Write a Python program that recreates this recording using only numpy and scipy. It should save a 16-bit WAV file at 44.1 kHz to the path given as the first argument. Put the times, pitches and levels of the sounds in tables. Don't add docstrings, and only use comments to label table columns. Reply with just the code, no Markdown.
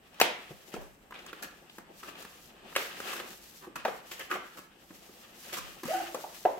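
import sys
import numpy as np
from scipy import signal
from scipy.fft import rfft, irfft, next_fast_len
from scipy.io import wavfile
from scipy.ndimage import uniform_filter1d, map_coordinates

SR = 44100
rng = np.random.default_rng(int(sys.argv[2]) if len(sys.argv) > 2 else 0)


def output_pcm(signal):
    pcm = np.clip(np.atleast_2d(signal).T, -1, 1) * 32767
    wavfile.write(sys.argv[1], SR, np.round(pcm).astype(np.int16))


def nominal_scale(level):
    x = np.asarray(level, float) / 20
    return 10 ** x


N = 290619
TIME = np.arange(N) / SR

# centre in Hz, width in Hz, relative strength in dB.
HOLLOW_MODES = [(200, 59, -1.5), (353, 62, 2.5), (535, 133, -0.5), (738, 112, 1), (891, 113, -3)]
# centre in Hz, width in Hz, relative strength in dB.
CARD_MODES = [(1100, 252, 1.5), (1300, 262, 3), (1610, 276, 2.5), (2000, 510, -2.5), (2445, 217, 4.5),
              (2767, 630, 4), (3200, 840, 5.5), (3685, 2340, -3.5)]
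# centre in Hz, width in Hz, relative strength in dB.
CRISP_MODES = [(5000, 9830, -0.48), (8580, 4900, 2), (12460, 3400, -3)]
PANEL_HZ = 910


def unit(x):
    return x / np.sqrt(np.mean(x ** 2) + 1e-20)


def along(points, hz):
    point_hz, values = np.transpose(points)
    return np.interp(np.log(hz + 1), np.log(point_hz + 1), values)


def wobble(rate):
    knots = rng.standard_normal(int(N * rate / SR) + 4)
    return map_coordinates(knots, [np.arange(N) * rate / SR])


def step(s, edge_s):
    return 0.5 + 0.5 * np.tanh((TIME - s) / edge_s)


def filtered(x, response):
    n = x.shape[-1]
    padded = next_fast_len(n + 8192)
    return irfft(rfft(x, padded) * response(np.fft.rfftfreq(padded, 1 / SR)), padded)[..., :n]


def resonant(modes, scatter_db=0, centre_hz=1000, narrow_db=0):
    octaves = np.abs(np.log2(np.array(modes)[:, 0] / centre_hz))
    shift_db = scatter_db * rng.standard_normal(len(modes)) - narrow_db * octaves

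    def response(f):
        total = 0
        for k, (centre, width, db) in enumerate(modes):
            mode = 1j * f * width / (centre ** 2 - f ** 2 + 1j * f * width)
            total = total + (-1) ** k * nominal_scale(db + shift_db[k]) * mode
        return total

    return response


def spread(pair):
    # frequency in Hz, correlation of left and right.
    likeness = [(60, 0.88), (400, 0.77), (900, 0.097), (2000, 0.13), (12000, 0.04)]

    def mid_side(hz):
        angle = np.arccos(np.clip(along(likeness, hz), -1, 1)) / 2
        return np.array([np.cos(angle), np.sin(angle)])

    mid, side = filtered(pair, mid_side)
    return np.array([mid + side, mid - side])


def spot(hz):
    lowest_face_hz, face_over_hollow = 1030, 3.74
    return (hz, hz / face_over_hollow) if hz > PANEL_HZ else (lowest_face_hz, hz)


def struck(force, card_hz, hollow_hz, narrow_db):
    hollow = resonant(HOLLOW_MODES, 1.0, hollow_hz, narrow_db)
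    card = resonant(CARD_MODES, 1, card_hz, narrow_db)
    crisp = resonant(CRISP_MODES, 0.56)
    dulled = lambda f: card(f) / (1 + 1j * f / (4.9 * card_hz)) ** 2
    return np.array([filtered(f, colour) for f, colour in zip(force, (hollow, dulled, crisp))])


def air():
    # frequency in Hz, relative density in dB per Hz.
    colour = [(13, -36), (30, -1), (53, 0.5), (92, -8), (179, 2), (347, -4.5), (961, -10), (3060, -15),
              (4630, -54), (8260, -16.5), (9220, -39), (13200, -21.5), (16000, -49)]
    level_db = -62.5
    noise = filtered(rng.standard_normal((2, N)), lambda hz: nominal_scale(along(colour, hz)))
    return nominal_scale(level_db + 1.3 * wobble(2.2)) * unit(spread(noise))


def room(x, stretch=0.3):
    # frequency in Hz, reverberation time to -60 dB in seconds.
    decay = [(150, 0.34), (500, 0.41), (2000, 0.56), (5000, 0.37), (12000, 0.2)]
    out, hop = np.zeros((2, N + 2 * SR)), round(stretch * SR)
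    for start in range(0, N, hop):
        hz, t, z = signal.stft(rng.standard_normal((2, SR // 2)), SR, nperseg=256)
        fading = z * nominal_scale(-60 * t / along(decay, hz)[:, None])
        tail = spread(signal.istft(fading, SR, nperseg=256)[1])
        wet = signal.fftconvolve(x[None, start:start + hop], tail / np.linalg.norm(tail[0]), axes=1)
        out[:, start + 180:][:, :wet.shape[1]] += wet
    return out[:, :N]


def table():
    # start in seconds, relative boom peak in dB, swell in seconds, relative thud level in dB.
    landings = [(0.209, -70, 0.023, -37), (.51, -49, 0.044, -68), (0.749, -37, 0.088, -41),
                (1.777, -58, 0.057, -56), (3.762, -50, 0.054, -50), (3.88, -48.5, 0.048, -53),
                (4.904, -57, 0.063, -59), (5.58, -41.5, 0.12, -44), (5.849, -42.5, 0.042, -40.5),
                (6.452, -72, .03, -46), (6.577, -65, .03, -49)]
    # pitch in Hz, relative strength in dB, decay to -60 dB in seconds.
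    top_modes = [(39.6, -6.5, 0.24), (67, -3, 0.12)]
    # pitch in Hz, decay to -60 dB in seconds.
    thud_hz, thud_t60 = (145.6, 0.13)
    out, t = np.zeros(N + SR), np.arange(SR // 2) / SR
    thud = nominal_scale(-60 * t / thud_t60) * np.sin(2 * np.pi * thud_hz * t)
    ringing = sum(nominal_scale(db - 60 * t / t60) * np.sin(2 * np.pi * hz * t) for hz, db, t60 in top_modes)
    for s, boom_db, swell, thud_db in landings:
        boom = ringing * (1 - np.exp(-(t / swell) ** 2))
        out[round(s * SR):][:len(t)] += nominal_scale(boom_db) * boom / np.abs(boom).max() + nominal_scale(thud_db) * thud
    return out[:N] * np.array([[0.45], [-0.45]])


def gestures():
    # nominal start in seconds, nominal length in seconds, relative level in dB.
    movements = [(0.136, 0.82, -59), (1.086, 0.66, -63), (1.708, 0.11, -56.5), (1.94, 0.17, -54.5),
                 (2.124, 0.39, -54.5), (2.707, 0.23, -50), (2.936, 0.29, -47), (3.243, 0.17, -50.5),
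                 (3.422, 0.098, -50.5), (3.53, 0.093, -51), (3.854, 0.15, -52.5), (4.054, .24, -51),
                 (4.41, 0.26, -57), (4.837, 0.48, -54.5), (5.359, .2, -48), (5.49, 0.29, -52.5),
                 (5.778, 0.82, -49.5)]
    still_db, edge = -78.5, 0.64
    power = nominal_scale(2 * still_db)
    for s, length, db in movements:
        u = (TIME - s) / length
        ramp = np.minimum(u, 1 - u) / edge + 0.66
        power = power + nominal_scale(2 * db) * np.clip(ramp, 0, 1) ** 4
    return 10 * np.log10(power)


def grainy_noise(grain_share=0.21, grains_hz=700, patchy_db=3.0, trim_db=-2.0):
    # time in seconds, relative card level in dB.
    card_levels = [(0.0, -70), (0.25, -48.5), (0.5, -52.5), (0.94, -77.5), (1.28, -49), (1.75, -65),
                   (2.2, -51), (2.5, -60), (2.73, -53), (2.94, -43.5), (3.1, -38), (3.38, -57.5),
                   (3.67, -69), (3.82, -50.5), (4.02, -57.5), (4.39, -53.5), (4.7, -63.5), (5.41, -56),
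                   (5.56, -45), (5.89, -57), (6.05, -44), (6.24, -58), (6.59, -59)]
    hollow_mean_db, hollow_follows = -58, 0.56
    card_db = np.interp(TIME, *np.transpose(card_levels))
    hollow_db = hollow_mean_db + hollow_follows * (card_db - card_db.mean())
    layers = [(hollow_db, HOLLOW_MODES, 1), (card_db, CARD_MODES, 0.8), (gestures(), CRISP_MODES, 0.4)]
    out, clumps = 0, wobble(25)
    for db, modes, uneven in layers:
        caught = rng.random(N) < grains_hz / SR * nominal_scale(6 * clumps)
        grains = caught * rng.standard_normal(N)
        force = np.sqrt(1 - grain_share) * rng.standard_normal((2, N)) + np.sqrt(grain_share) * unit(grains)
        force = force * nominal_scale(uneven * (clumps + patchy_db * wobble(40)))
        out = out + nominal_scale(db + trim_db) * unit(spread(filtered(force, resonant(modes))))
    return out


def scuffs():
    # start in seconds, length in seconds, card level in dB, crisp level in dB, centre in Hz.
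    strokes = [(0.716, 0.053, -47, -54.5, 2330), (0.786, 0.1, -58, -60.5, 440),
               (1.134, 0.058, -48, -71, 2200), (1.422, 0.028, -40.5, -40.5, 1610),
               (2.026, 0.03, -48, -52, 1230), (2.078, 0.018, -43, -55, 1100),
               (2.766, 0.11, -42, -41.5, 2000), (3.042, 0.19, -45.5, -48.5, 1720),
               (3.21, 0.054, -55, -65, 416), (3.61, 0.065, -51, -57.5, 1100),
               (3.755, 0.015, -34.5, -42.5, 1100), (4.11, 0.037, -44.5, -44, 2070),
               (4.191, 0.036, -41.5, -51, 1960), (4.297, 0.067, -34.5, -44.5, 1300),
               (4.569, 0.028, -47, -50, 1250), (5.523, 0.042, -39.5, -39, 2030),
               (5.565, 0.031, -38.5, -38.5, 1100), (5.843, 0.21, -43.5, -44, 2000),
               (6.492, .1, -60, -78, 600), (6.569, 0.023, -50.5, -69, 397)]
    hollow_offset_db = 6.5
    out, t = np.zeros((2, N + SR)), np.arange(SR // 2) / SR
    for s, length, card_db, crisp_db, hz in strokes:
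        hollow_db = card_db + hollow_offset_db * np.sign(PANEL_HZ - hz)
        u = t / length
        stroke = (1 - np.exp(-7 * u)) * np.exp(-1.2 * u ** 3)
        grain = nominal_scale(uniform_filter1d(25 * rng.standard_normal(len(t)), size=90))
        ring = struck(grain * rng.standard_normal((3, 2, len(t))), *spot(hz), narrow_db=9.5)
        gains = nominal_scale([hollow_db, card_db, crisp_db]) / ring.std((1, 2))
        out[:, round(s * SR):][:, :len(t)] += stroke * spread(np.tensordot(gains, ring, 1))
    return out[:, :N]


def slide(jitter=0.04, throb_db=2.5, octave_db=-16, slack_jitter=0.06):
    # start in seconds, relative whirr level in dB.
    jerks = [(5.882, -37.5), (5.904, -35.5), (5.933, -32), (5.965, -40.5), (5.999, -35.5)]
    rise_s, fall_s, glide_db = 0.0039, 0.015, -53.5
    pull_s, pull_end_s = 5.85, 6.135
    top_hz, speedup_s = 790, 0.03
    slack_s, slack_hz, slacken_s = 6.01, 687, 0.0125
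    speedup = 1 - np.exp(-np.maximum(TIME - pull_s, 0) / speedup_s)
    rib_hz = speedup * (top_hz + (slack_hz - top_hz) * step(slack_s, slacken_s))
    force = nominal_scale(glide_db)
    for s, db in jerks:
        since = np.maximum(TIME - s, 0)
        force = force + 2 * nominal_scale(db) * (1 - np.exp(-since / rise_s)) * np.exp(-since / fall_s)
    unsteady = jitter + slack_jitter * step(slack_s + 0.0265, 0.0077)
    phase = 2 * np.pi * np.cumsum(rib_hz * (1 + unsteady * wobble(110))) / SR
    ribs = np.sin(phase) + nominal_scale(octave_db + 3.9 * wobble(21.1)) * np.sin(2 * phase)
    whirr = force * nominal_scale(throb_db * wobble(62)) * ribs
    hum_s, faded_s, full_db, faded_db = 5.945, 6.025, -42, -55
    hum_db = full_db + (faded_db - full_db + 5 * wobble(45)) * step(faded_s, 0.006) + 1.5 * wobble(30)
    hum_phase = 2 * np.pi * np.cumsum(338 * (1 + 0.0076 * wobble(40))) / SR
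    hum = step(hum_s, 0.0048) * nominal_scale(hum_db) * np.sin(hum_phase)
    moving = step(pull_s + 0.015, 0.006) - step(pull_end_s, 0.013)
    return moving * np.sqrt(2) * (whirr + hum)


def averaged(sound, octaves=0.46, delay=0.004):
    total = np.cumsum(np.abs(rfft(sound)) ** 2)
    k = np.arange(1, len(total) + 1)
    low, high = k * 2 ** -octaves, k * 2 ** octaves
    power = (np.interp(high, k, total) - np.interp(low, k, total)) / (high - low)
    return np.roll(irfft(np.sqrt(power), len(sound)), round(delay * SR))


def snaps(crumble_t60=0.027, jolt=3.2, wall_db=-6):
    # start in seconds, crack peak in dB, hollow peak in dB, crisp peak in dB, spot pitch in Hz.
    hits = [(0.1428, -53, -79, -58, 2400), (0.1998, -18.5, -45, -29, 1460), (0.2121, -9, -16, -23, 2580),
            (0.506, -50, -42.5, -85, 226), (0.7392, -36.5, -35, -47, 1050), (0.7617, -55, -37.5, -58, 464),
            (1.1075, -41, -58, -59, 1170), (1.122, -36, -56, -69, 1080), (1.141, -46, -65, -62, 2800),
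            (1.1892, -43, -61, -71, 2770), (1.2625, -44, -69, -51, 1240), (1.329, -32.5, -43, -50.5, 1460),
            (1.696, -45, -57, -74, 3160), (1.7826, -38.5, -45.5, -51, 1090),
            (2.0304, -38.5, -75, -69, 1200), (2.1522, -41.5, -66, -69, 2600),
            (2.224, -43, -51, -49.5, 1180), (2.249, -38.5, -49, -54.5, 918), (2.725, -42, -70, -67, 1100),
            (2.7516, -28, -50, -52, 2100), (2.7612, -15.5, -28, -32, 2150), (3.0011, -32, -42, -47.5, 1670),
            (3.132, -32, -49, -46, 1070), (3.162, -39, -52, -48, 1300), (3.1986, -28.5, -41, -52, 1610),
            (3.6695, -64, -45, -72, 320), (3.8493, -22.5, -25.5, -46, 820),
            (3.8785, -30.5, -31.5, -59, 560), (4.115, -36, -49, -47.5, 2150),
            (4.1935, -49, -51, -46.5, 1900), (4.312, -23, -54, -46, 1400), (4.3239, -29.5, -44, -62, 1230),
            (4.3533, -36, -36.5, -68, 538), (4.589, -43.5, -47, -53.5, 1070), (4.9054, -50, -47, -74, 200),
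            (5.09, -56, -53, -70, 290), (5.5352, -46, -49, -44, 3900), (5.8323, -37.5, -39.5, -46.5, 350),
            (5.8531, -35.5, -37.5, -47, 200), (6.1444, -32.5, -31, -43.5, 434),
            (6.239, -46, -36.5, -62, 790), (6.4508, -28, -20, -65, 660)]
    hollow_trim_db, crack_trim_db, crisp_trim_db = 6.5, 2.0, 13
    knock_sharpness, knock_t60 = 0.29, 0.041
    near, far, t = np.zeros((2, N + SR)), np.zeros(N + SR), np.arange(SR // 8) / SR
    rise = np.array([[0.003], [0.001], [0.0012]])
    for s, crack_db, hollow_db, crisp_db, hz in hits:
        crumble = nominal_scale(1.9 * rng.standard_normal(len(t)))
        fibres = rng.standard_normal((3, len(t))) * crumble * (1 - np.exp(-t / rise))
        sharp, t60 = (1, crumble_t60) if hz > PANEL_HZ else (knock_sharpness, knock_t60)
        force = fibres * nominal_scale(-60 * t / t60) + sharp * jolt * t / 0.00026 * np.exp(-t / 0.00016)
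        ring = struck(force, *spot(hz), narrow_db=10.5)
        peaks = nominal_scale([hollow_db + hollow_trim_db, crack_db + crack_trim_db, crisp_db + crisp_trim_db])
        sound = peaks / np.abs(ring).max(1) @ ring
        pan_db = rng.normal(1.2, 2)
        pair = np.array([sound, np.roll(sound, rng.integers(-3, 4))])
        start = round(s * SR)
        near[:, start:][:, :len(t)] += nominal_scale([[pan_db / 2], [-pan_db / 2]]) * pair
        far[start:][:len(t)] += nominal_scale(wall_db) * averaged(sound)
    return near[:, :N], far[:N]


def scene():
    (cracks, far_cracks), whirr, strokes = snaps(), slide(), scuffs()
    lead_s = np.array([[4e-5], [-4e-5]])
    direct = filtered(cracks + whirr, lambda hz: np.exp(2j * np.pi * hz * lead_s))
    wet = room(far_cracks + nominal_scale(-5.5) * whirr + nominal_scale(-5.5) * strokes[0])
    return direct + strokes + wet + grainy_noise() + table() + air()


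def band_limit(x):
    return signal.sosfilt(signal.butter(12, 16480, fs=SR, output="sos"), x)


def record(dry):
    top_hz = 15870
    finished = filtered(dry, lambda hz: hz < top_hz)
    return band_limit(finished)


dry = scene()
out = record(dry)
output_pcm(out)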